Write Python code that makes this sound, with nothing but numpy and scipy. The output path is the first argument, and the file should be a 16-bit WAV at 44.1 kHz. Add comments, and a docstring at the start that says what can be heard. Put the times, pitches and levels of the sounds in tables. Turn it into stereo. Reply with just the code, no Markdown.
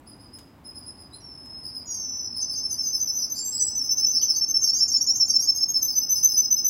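"""Caged canaries singing in a small room

Short hoarse chirps and long gliding whistles overlap above a low, steady rush, with light taps on the cage.
A two-note roll gives way to a louder, faster one that sinks in pitch at the end; a quick trill of upward
flicks crosses it. Each voice is a trembling near-sine with two overtones, placed in an echoing room;
the taps and the rush are shaped noise."""
import sys
import numpy as np
from scipy import signal
from scipy.fft import rfft, irfft
from scipy.io import wavfile
from scipy.ndimage import uniform_filter1d, map_coordinates

SR = 44100
rng = np.random.default_rng(int(sys.argv[2]) if len(sys.argv) > 2 else 0)


def wav_record(signal):
    """Record a signal, one row per channel, as 16-bit PCM in the file named by sys.argv[1]."""
    frames = np.transpose(np.atleast_2d(signal))
    bounded = np.clip(frames, -1, 1)
    # unit amplitude maps onto the largest positive 16-bit level
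    quanta = np.round(bounded * 32767).astype(np.int16)
    wavfile.write(sys.argv[1], SR, quanta)


N = 295029
TIME = np.arange(N) / SR
TREBLE_HZ = 7200  # above this the room dies away sooner and the left side hears less
RIGHT_LAG_S, HIGH_LAG_S = .000318, .000272  # lateness of the right side: most sounds, upper notes of the rolls

# Gesture of the lower note in both rolls: time after the start [t/s], pitch ratio [1], relative level [level/dB]
LOW_SHAPE = [(0, 1.01, -19), (.007, 1.007, -2), (.02, .999, -1), (.034, .997, 2), (.041, 1.004, -1),
             (.048, 1.012, -24)]


def from_db(db):
    """Convert decibels to amplitude gain."""
    return 10 ** (np.asarray(db) / 20)


def rms_one(x):
    """Scale to unit power, taken over all channels together."""
    return x / np.sqrt(np.mean(x ** 2) + 1e-20)


def at_hz(points, hz):
    """Read a curve of (frequency, value) points on a log-frequency axis."""
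    f, value = np.transpose(points)
    return np.interp(np.log(hz + 1), np.log(f), value)


def waver(size, rate_hz):
    """Draw a smooth random curve of spread about 1, through rate_hz random points per second."""
    knots = rng.standard_normal(int(size * rate_hz / SR) + 6)
    position = 2 + np.arange(size) * rate_hz / SR
    return map_coordinates(knots, [position], order=3, mode="nearest")


def coloured(spectrum, size):
    """Shape two unrelated noises to a spectrum, at unit power."""
    white = rfft(rng.standard_normal((2, size)))
    gain = from_db(at_hz(spectrum, np.fft.rfftfreq(size, 1 / SR)))
    return rms_one(irfft(white * gain, size))


def add(out, start_s, sound):
    """Mix a sound in at its time."""
    i = max(0, int(start_s * SR))
    out[:, i:i + sound.shape[-1]] += sound[..., :max(0, N - i)]


def panned(x, pan_db):
    """Share a sound between left and right at constant power; positive leans left."""
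    gains = from_db([[pan_db / 2], [-pan_db / 2]])
    return rms_one(gains) * x


def syrinx(hz, db, second_db, third_db, rough, rough_hz):
    """Sing a near-sine with two overtones; the membrane trembles in pitch and strength."""
    size = len(hz)
    edge_s = .004  # the quickest start or stop of a voice
    tremble = rough * waver(size, rough_hz) + 0.0028 * waver(size, 59.43)
    phase = 2 * np.pi * np.cumsum(hz * (1 + tremble)) / SR

    beak_db = 3 * waver(size, 90)  # the moving beak lets out more or less of the overtones
    second = from_db(second_db) * np.sin(2 * phase)
    third_fits = 3 * hz.mean() < SR / 2.2  # leave the third harmonic out near the top of the band
    third = from_db(third_db) * np.sin(3 * phase) * third_fits
    tone = np.sin(phase) + from_db(beak_db) * (second + third)

    i = np.arange(size)
    edge = np.clip(np.minimum(i, i[::-1]) / (edge_s * SR), 0, 1)
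    loudness = from_db(db + 2.0 * waver(size, 220)) * np.sin(edge * np.pi / 2) ** 2
    return np.sqrt(2) * loudness * tone


def syllable(shape, hz, db):
    """Draw the pitch and level of one note, with the corners of its gesture rounded."""
    s, ratio, level = np.transpose(shape)
    t = np.arange(int(s[-1] * SR)) / SR
    curves = (hz * ratio, db + level)
    return [uniform_filter1d(np.interp(t, s, c), size=130, mode="nearest") for c in curves]


def notes(rows, shape, gain_db, third_db):
    """Sing clear notes that repeat one gesture; gain_db trims the row levels."""
    out = np.zeros((2, N))
    for s, hz, db, pan_db, second_db in rows:
        pitch, level_db = syllable(shape, hz, db + gain_db)
        voice = syrinx(pitch, level_db, second_db, third_db, rough=.003, rough_hz=453)
        add(out, s, panned(voice, pan_db))
    return out


def trill(drift, count, start_s, period_s, slowing_s):
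    """Lay out one voice of a trill: evenly slowing beats, each note sung as the drift stands at that moment."""
    scatter, scatter_db = .0015, .5  # chance from note to note: share of the pitch, level
    k = np.arange(count)
    s = start_s + period_s * k + slowing_s * k ** 2 / 2  # slowing_s lengthens the period on every cycle
    at, *columns = np.transpose(drift)
    hz, db, pan_db, second_db = [np.interp(s, at, c) for c in columns]
    chance = rng.standard_normal((count, 2))
    hz = hz * (1 + scatter * chance[:, 0])
    db = db + scatter_db * chance[:, 1]
    return np.transpose([s, hz, db, pan_db, second_db])


def room(x, lag_s, early_db, late_db, early_t60):
    """Add a quick scatter from cage and nearby walls and the tail of the room; the treble dies first."""
    room_t60, treble_share = 0.43, 0.79  # decay by 60 dB in s; the treble takes this share of each decay time
    t = TIME[:SR * 3 // 4]
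    response = np.zeros((2, len(t)))
    is_treble = np.fft.rfftfreq(len(t), 1 / SR) > TREBLE_HZ
    for db, t60 in ((early_db, early_t60), (late_db, room_t60)):
        noise = rng.standard_normal((2, len(t)))
        treble = irfft(rfft(noise) * is_treble, len(t))
        body_tail = (noise - treble) * from_db(-60 * t / t60)
        treble_tail = treble * from_db(-60 * t / (t60 * treble_share))
        onset = np.clip(20 * t / t60, 0, 1)
        # unit energy per side, so db is relative to the direct sound
        response += from_db(db) * rms_one((body_tail + treble_tail) * onset) / np.sqrt(len(t))
    response[0, 0] += 1  # direct sound, left then right
    response[1, round(lag_s * SR)] += 1
    return signal.fftconvolve(x, response, axes=1)[:, :N]


def beamed(x):
    """Favour the right side in the treble, as overtones leave the beak in a narrower beam."""
    is_treble = np.fft.rfftfreq(N, 1 / SR) > TREBLE_HZ
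    left_db, right_db = -4.5, 0
    return irfft(rfft(x) * from_db(is_treble * np.array([[left_db], [right_db]])), N)


def rush():
    """Steady room noise, mixed from a middle and a side part so that both sides are alike in the bass."""
    # Colour of the rush: frequency [f/Hz], relative density [level/dB per Hz]
    colour = [(20, -23.5), (36, -21), (50, -5), (85, -0.5), (180, -6.5), (270, -1), (450, -14), (950, -12),
              (1700, -21), (3000, -27.5), (5500, -36.5), (7700, -36), (9500, -37), (16000, -36)]
    # Likeness of the two sides: frequency [f/Hz], left-right correlation [1]
    likeness = [(50, 1), (120, 0.95), (300, 0.86), (700, 0.28), (1400, -0.17), (2800, 0.11), (8000, -0.11)]
    part_db = -53  # level of middle and side parts; their sum is 3 dB higher on each side
    mid, side = rfft(coloured(colour, N))
    alike = np.clip(at_hz(likeness, np.fft.rfftfreq(N, 1 / SR)), -.99, .99)
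    stereo = np.sqrt(1 + alike) * mid + np.sqrt(1 - alike) * side * [[1], [-1]]
    return from_db(part_db) * irfft(stereo, N)


def taps(ring_t60, rattle_t60, gain_db):
    """Feet and beaks knock one part of the cage and rattle the bars: two decaying noises per tap."""
    # Taps: time [t/s], level before the trim [level/dB], main ring [f/Hz], rattle against ring [level/dB]
    tap_rows = [(0.386, -54.5, 3710, 14.5), (1.457, -61.5, 1760, 14), (2.649, -71, 3920, 10),
                (3.054, -66, 3170, -10.5), (3.611, -51, 1820, -35), (4.218, -39.5, 3090, -24.5)]
    # Colour of the rattling bars: frequency [f/Hz], relative density [level/dB per Hz]
    rattle_colour = [(1000, -10.5), (1800, -5), (2600, -7.5), (3600, -10), (5500, -6), (7500, -2.5),
                     (10000, -6), (15000, -10.5)]
    out, t = np.zeros((2, N)), TIME[:SR // 4]
    for s, db, hz, rattle_db in tap_rows:
        ring_colour = [(hz / 2, -42), (hz * .88, -12), (hz, 0), (hz * 1.15, -10), (hz * 2, -40)]
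        ring = coloured(ring_colour, len(t)) * from_db(-60 * t / ring_t60)
        rattle = coloured(rattle_colour, len(t)) * from_db(rattle_db - 60 * t / rattle_t60)
        add(out, s, from_db(db + gain_db) * (ring + rattle))
    return out


def rising_peep():
    """One soft note whose pitch climbs as it fades."""
    # Note: time [t/s], pitch [f/Hz], level before the trim, left-right, second harmonic [level/dB]
    peep_row = [(1.122, 4070, -44.5, -4, -16)]
    # Gesture: time after the start [t/s], pitch ratio [1], relative level [level/dB]
    shape = [(0, 0.94, -15), (0.013, .98, 0), (0.026, 1.03, 5.5), (.042, 1.2, -40)]
    return notes(peep_row, shape, gain_db=0.5, third_db=-31)


def chirps(gain_db, third_db):
    """Each chirp scoops up with a rasp and clears; the harder it is pushed, the more it rasps and falls."""
    # Chirps: time [t/s], pitch [f/Hz], level before trim and throat, second harmonic before the throat [level/dB]
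    chirp_rows = [(0.055, 5010, -47.5, -5.5), (0.187, 5000, -50, -8.5), (0.318, 5070, -45.5, -8),
                  (0.635, 5105, -44.5, -7.5), (0.741, 5060, -41, -9.5), (0.847, 5113, -44.5, -2),
                  (0.967, 5020, -45, -7.5), (1.119, 5060, -51.5, 0.5), (1.629, 4994, -36.5, -12),
                  (1.732, 5058, -34.5, -16), (1.896, 4930, -38.5, -10.5), (2.35, 4950, -32.5, -14.5),
                  (2.492, 4930, -31.5, -16.5), (2.681, 5000, -36, -6.5), (2.805, 5060, -30.5, -24),
                  (2.926, 5060, -32.5, -14), (3.173, 4970, -32.5, -18), (3.341, 4825, -30.5, -17.5),
                  (3.522, 4983, -29, -21), (4.128, 4897, -28.5, -20.5), (4.29, 4770, -32.5, -15),
                  (4.632, 4852, -30, -27), (4.757, 4916, -29, -28), (4.902, 4870, -30.5, -25),
                  (5.267, 4876, -31, -16.5), (5.384, 4940, -32.5, -17), (5.545, 5080, -32, -18),
                  (5.727, 5102, -31.5, -18), (5.882, 5010, -30.5, -27), (6.142, 5120, -30.5, -13.5),
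                  (6.307, 5100, -30.5, -13.5)]
    # Gesture: time after the start [t/s], pitch ratio [1], relative level [level/dB]
    shape = [(0, .87, -27), (.008, .955, -11), (.016, 1.01, -2), (.03, 1.0, 1.5), (.05, .99, 0),
             (.072, .992, -9), (.095, .996, -24)]
    # What the throat and beak let through: frequency [f/Hz], gain [level/dB]
    throat = [(3800, -8.5), (4300, 7), (4750, -2), (5400, 3.5), (6500, -15.5), (8500, -5), (9700, -2),
              (10500, 0.5), (13300, -16), (14800, 0.5), (16000, -10.5)]
    soft_db, loud_db = -45, -30  # row levels that mean no effort and full effort
    fall_per_s, middle_s = .9, .04  # fall at full effort, as a share of the pitch; time of passing the pitch
    full_rasp, soft_share, rasp_decay_s = .021, .7, .08  # pitch tremble at full effort; share left at none
    out = np.zeros((2, N))
    for s, hz, db, second_db in chirp_rows:
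        pitch, level_db = syllable(shape, hz, db + gain_db)
        t = TIME[:len(pitch)]
        effort = np.interp(db, [soft_db, loud_db], [0, 1])
        pitch = pitch * (1 - effort * fall_per_s * (t - middle_s))
        rasp = full_rasp * (soft_share + (1 - soft_share) * effort) * np.exp(-t / rasp_decay_s)
        add(out, s, syrinx(pitch, level_db, second_db, third_db, rasp, rough_hz=784))
    throat_gain = from_db(at_hz(throat, np.fft.rfftfreq(N, 1 / SR)))
    return panned(irfft(rfft(out) * throat_gain, N), pan_db=1.0)


def whistles(gain_db, third_db):
    """Long thin notes glide, then level off; they fade in and out, change in level, and flutter or droop."""
    # Whistles: time, length [t/s], first pitch, pitch it tends to [f/Hz], glide time [t/s],
    # level before the trim, swell over its length [level/dB], closing droop, flutter [share of pitch],
    # left-right, second harmonic [level/dB]
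    whistle_rows = [(1.203, .57, 5680, 5180, 0.081, -38, 4, 0, 0.0058, -4.5, -20.5),
                    (1.867, 0.49, 5800, 5250, .17, -29.5, 6.5, 0.0029, 0.0033, -2, -29),
                    (1.855, 0.45, 6820, 5950, .12, -32.5, -4, 0.096, 0.0015, -4.5, -25.5),
                    (2.319, 0.39, 5227, 5300, 0.208, -28, -7, 0, 0.0069, -4, -27),
                    (2.791, .48, 6300, 5880, 0.19, -31.5, 7, 0, 0.0114, -7, -15),
                    (3.35, 0.344, 7200, 7912, .18, -23, 12.5, 0, 0.0085, -6, -35)]
    attack_s, release_s, fade_db = .045, .035, 13
    glide_power = 1.4  # above 1 the pitch lingers before it glides
    droop_s, flutter_hz = .022, 62
    wander, wander_hz = .003, 22  # slow unsteadiness: share of the pitch, rate
    out = np.zeros((2, N))
    for (s, length_s, first_hz, rest_hz, glide_s, db, swell_db,
         droop, flutter, pan_db, second_db) in whistle_rows:
        t = TIME[:int(length_s * SR)]
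        hz = rest_hz + (first_hz - rest_hz) * np.exp(-(t / glide_s) ** glide_power)
        closing = droop * np.exp((t - length_s) / droop_s)
        hz = hz * (1 - closing + flutter * np.sin(2 * np.pi * flutter_hz * t))
        hz = hz * (1 + wander * waver(len(t), wander_hz))
        opening = np.minimum(1, np.minimum(t / attack_s, (length_s - t) / release_s))
        level_db = db + gain_db + swell_db * (t / length_s - .5) - fade_db * (1 - opening)
        voice = syrinx(hz, level_db, second_db, third_db, rough=.004, rough_hz=470)
        add(out, s, panned(voice, pan_db))
    return out


def quick_flicks():
    """A quick trill alternates upper and lower notes that all flick upward in pitch."""
    # Drift of each voice: time [t/s], pitch [f/Hz], level before the trim, left-right, second harmonic [level/dB]
    upper_drift = [(4.6, 6650, -40, -25, -34), (4.8, 7050, -33, -19.5, -28.5), (5.06, 6750, -26, -17, -35),
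                   (5.26, 6980, -36.5, -8, -31), (5.45, 6600, -31, -10.5, -25)]
    lower_drift = [(4.63, 5537, -18.5, -9, -22.5), (5.0, 5590, -18, -8.5, -24.5),
                   (5.39, 5593, -18.5, -5, -19.5)]
    # Gesture: time after the start [t/s], pitch ratio [1], relative level [level/dB]
    shape = [(0, .97, -22), (.007, .987, 1), (.015, 1.005, 3), (.023, 1.018, -4), (.03, 1.025, -20)]
    upper = trill(upper_drift, count=10, start_s=4.596, period_s=.0907, slowing_s=.0009)
    lower = trill(lower_drift, count=9, start_s=4.596 + .038, period_s=.0907, slowing_s=.0009)
    return notes([*upper, *lower], shape, gain_db=-0.5, third_db=-35)


def first_roll():
    """The first roll alternates a sagging upper note and a lower one; returns the two voices."""
    # Drift of each voice: time [t/s], pitch [f/Hz], level before the trim, left-right, second harmonic [level/dB]
    upper_drift = [(2.41, 6110, -24, 1, -31), (2.55, 6160, -25, 2, -21), (2.7, 6157, -22.5, -3, -21),
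                   (3.139, 6142, -22, 0, -18.5), (3.439, 6140, -27, -4.5, -10.5),
                   (3.6, 5987, -19.5, -13, -32), (3.9, 6020, -22.5, -13.5, -18.5),
                   (4.05, 5990, -14, 2.5, -22), (4.21, 5936, -14, 2, -22)]
    lower_drift = [(2.48, 5290, -33, -7, -19.5), (2.63, 5356, -25, -5.5, -17),
                   (2.92, 5288, -21, -0.5, -23.5), (3.22, 5290, -23.5, 1.5, -19),
                   (3.37, 5290, -30.5, -4, -12), (3.67, 5174, -24, -0.5, -24.5), (4.28, 5205, -19, -8, -28)]
    # Gesture of the upper note: time after the start [t/s], pitch ratio [1], relative level [level/dB]
    sag_shape = [(0, .99, -20), (.008, 1.004, -4), (.018, 1.005, 0), (.036, .996, 1), (.046, .992, -3),
                 (.055, .992, -22)]
    upper = trill(upper_drift, count=13, start_s=2.406, period_s=.1454, slowing_s=.00078)
    lower = trill(lower_drift, count=13, start_s=2.406 + .075, period_s=.1454, slowing_s=.00078)
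    return (notes(upper, sag_shape, gain_db=0.5, third_db=-33),
            notes(lower, LOW_SHAPE, gain_db=0.5, third_db=-29.5))


def loud_roll():
    """A single lower note leads into the louder, faster two-note roll; returns the two voices."""
    # Drift of each voice: time [t/s], pitch [f/Hz], level before the trim, left-right, second harmonic [level/dB]
    upper_drift = [(3.83, 6110, -25.5, 2, -16), (4.09, 6147, -15.5, -4.5, -26),
                   (4.34, 6176, -16.5, -3.5, -17), (4.87, 6324, -20.5, -2, -18.5),
                   (5.27, 6292, -21.5, -3, -14.5), (5.68, 6430, -21, -5.5, -10),
                   (5.81, 6176, -14.5, -2.5, -12.5), (5.95, 6053, -13, -1, -15),
                   (6.23, 6150, -10, -4, -15.5), (6.36, 6070, -9.5, -0.5, -20),
                   (6.64, 6085, -11, -3.5, -12.5)]
    lower_drift = [(3.89, 5348, -18, -7, -33), (4.53, 5365, -14.5, -9, -30), (4.93, 5343, -15, -8, -32),
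                   (5.34, 5323, -15.5, -8.5, -35.5), (5.61, 5320, -15, -6.5, -35),
                   (5.74, 5295, -16.5, -5, -39.5), (5.88, 5200, -20.5, -5, -30), (6.29, 5200, -20, -5, -31),
                   (6.56, 5180, -17.5, -8, -34)]
    # Leading note: time [t/s], pitch [f/Hz], level before the trim, left-right, second harmonic [level/dB]
    lead_in = [(3.785, 5430, -21.5, -3, -18)]
    # Gesture of the upper note: time after the start [t/s], pitch ratio [1], relative level [level/dB]
    high_shape = [(0, .978, -20), (.008, .993, -4), (.018, 1.001, 0), (.036, 1.003, 1), (.044, .998, -3),
                  (.054, .992, -24)]
    upper = trill(upper_drift, count=22, start_s=3.826, period_s=.1289, slowing_s=.00048)
    lower = trill(lower_drift, count=21, start_s=3.826 + .0605, period_s=.1289, slowing_s=.00048)
    return (notes(upper, high_shape, gain_db=-2, third_db=-54.5),
            notes([*lead_in, *lower], LOW_SHAPE, gain_db=0.5, third_db=-28.5))


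def scene():
    """Place the rolls and flicks close, the whistles and peep deeper, the chirps and taps deepest in the room."""
    background = rush()
    cage = taps(ring_t60=0.08, rattle_t60=0.032, gain_db=-1.0)
    calls = chirps(gain_db=3.5, third_db=-21.0)
    glides = whistles(gain_db=-2.5, third_db=-46)
    first_high, first_low = first_roll()
    loud_high, loud_low = loud_roll()

    far = room(calls + cage, RIGHT_LAG_S, early_db=-3.5, late_db=-7, early_t60=0.065)
    middle = room(glides + rising_peep(), RIGHT_LAG_S, early_db=-6.5, late_db=-11, early_t60=0.14)
    close_low = first_low + loud_low + quick_flicks()
    lower = room(close_low, RIGHT_LAG_S, early_db=-10, late_db=-10, early_t60=.1)
    upper = room(first_high + loud_high, HIGH_LAG_S, early_db=-10.5, late_db=-9.5, early_t60=.12)
    return background + beamed(far + middle + lower + upper)


def record(dry):
    """Cut the top steeply above 15.9 kHz with an elliptic low-pass."""
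    low_pass = signal.ellip(12, .1, 90, 15900, fs=SR, output="sos")
    return signal.sosfilt(low_pass, dry)


dry = scene()
out = record(dry)
wav_record(out)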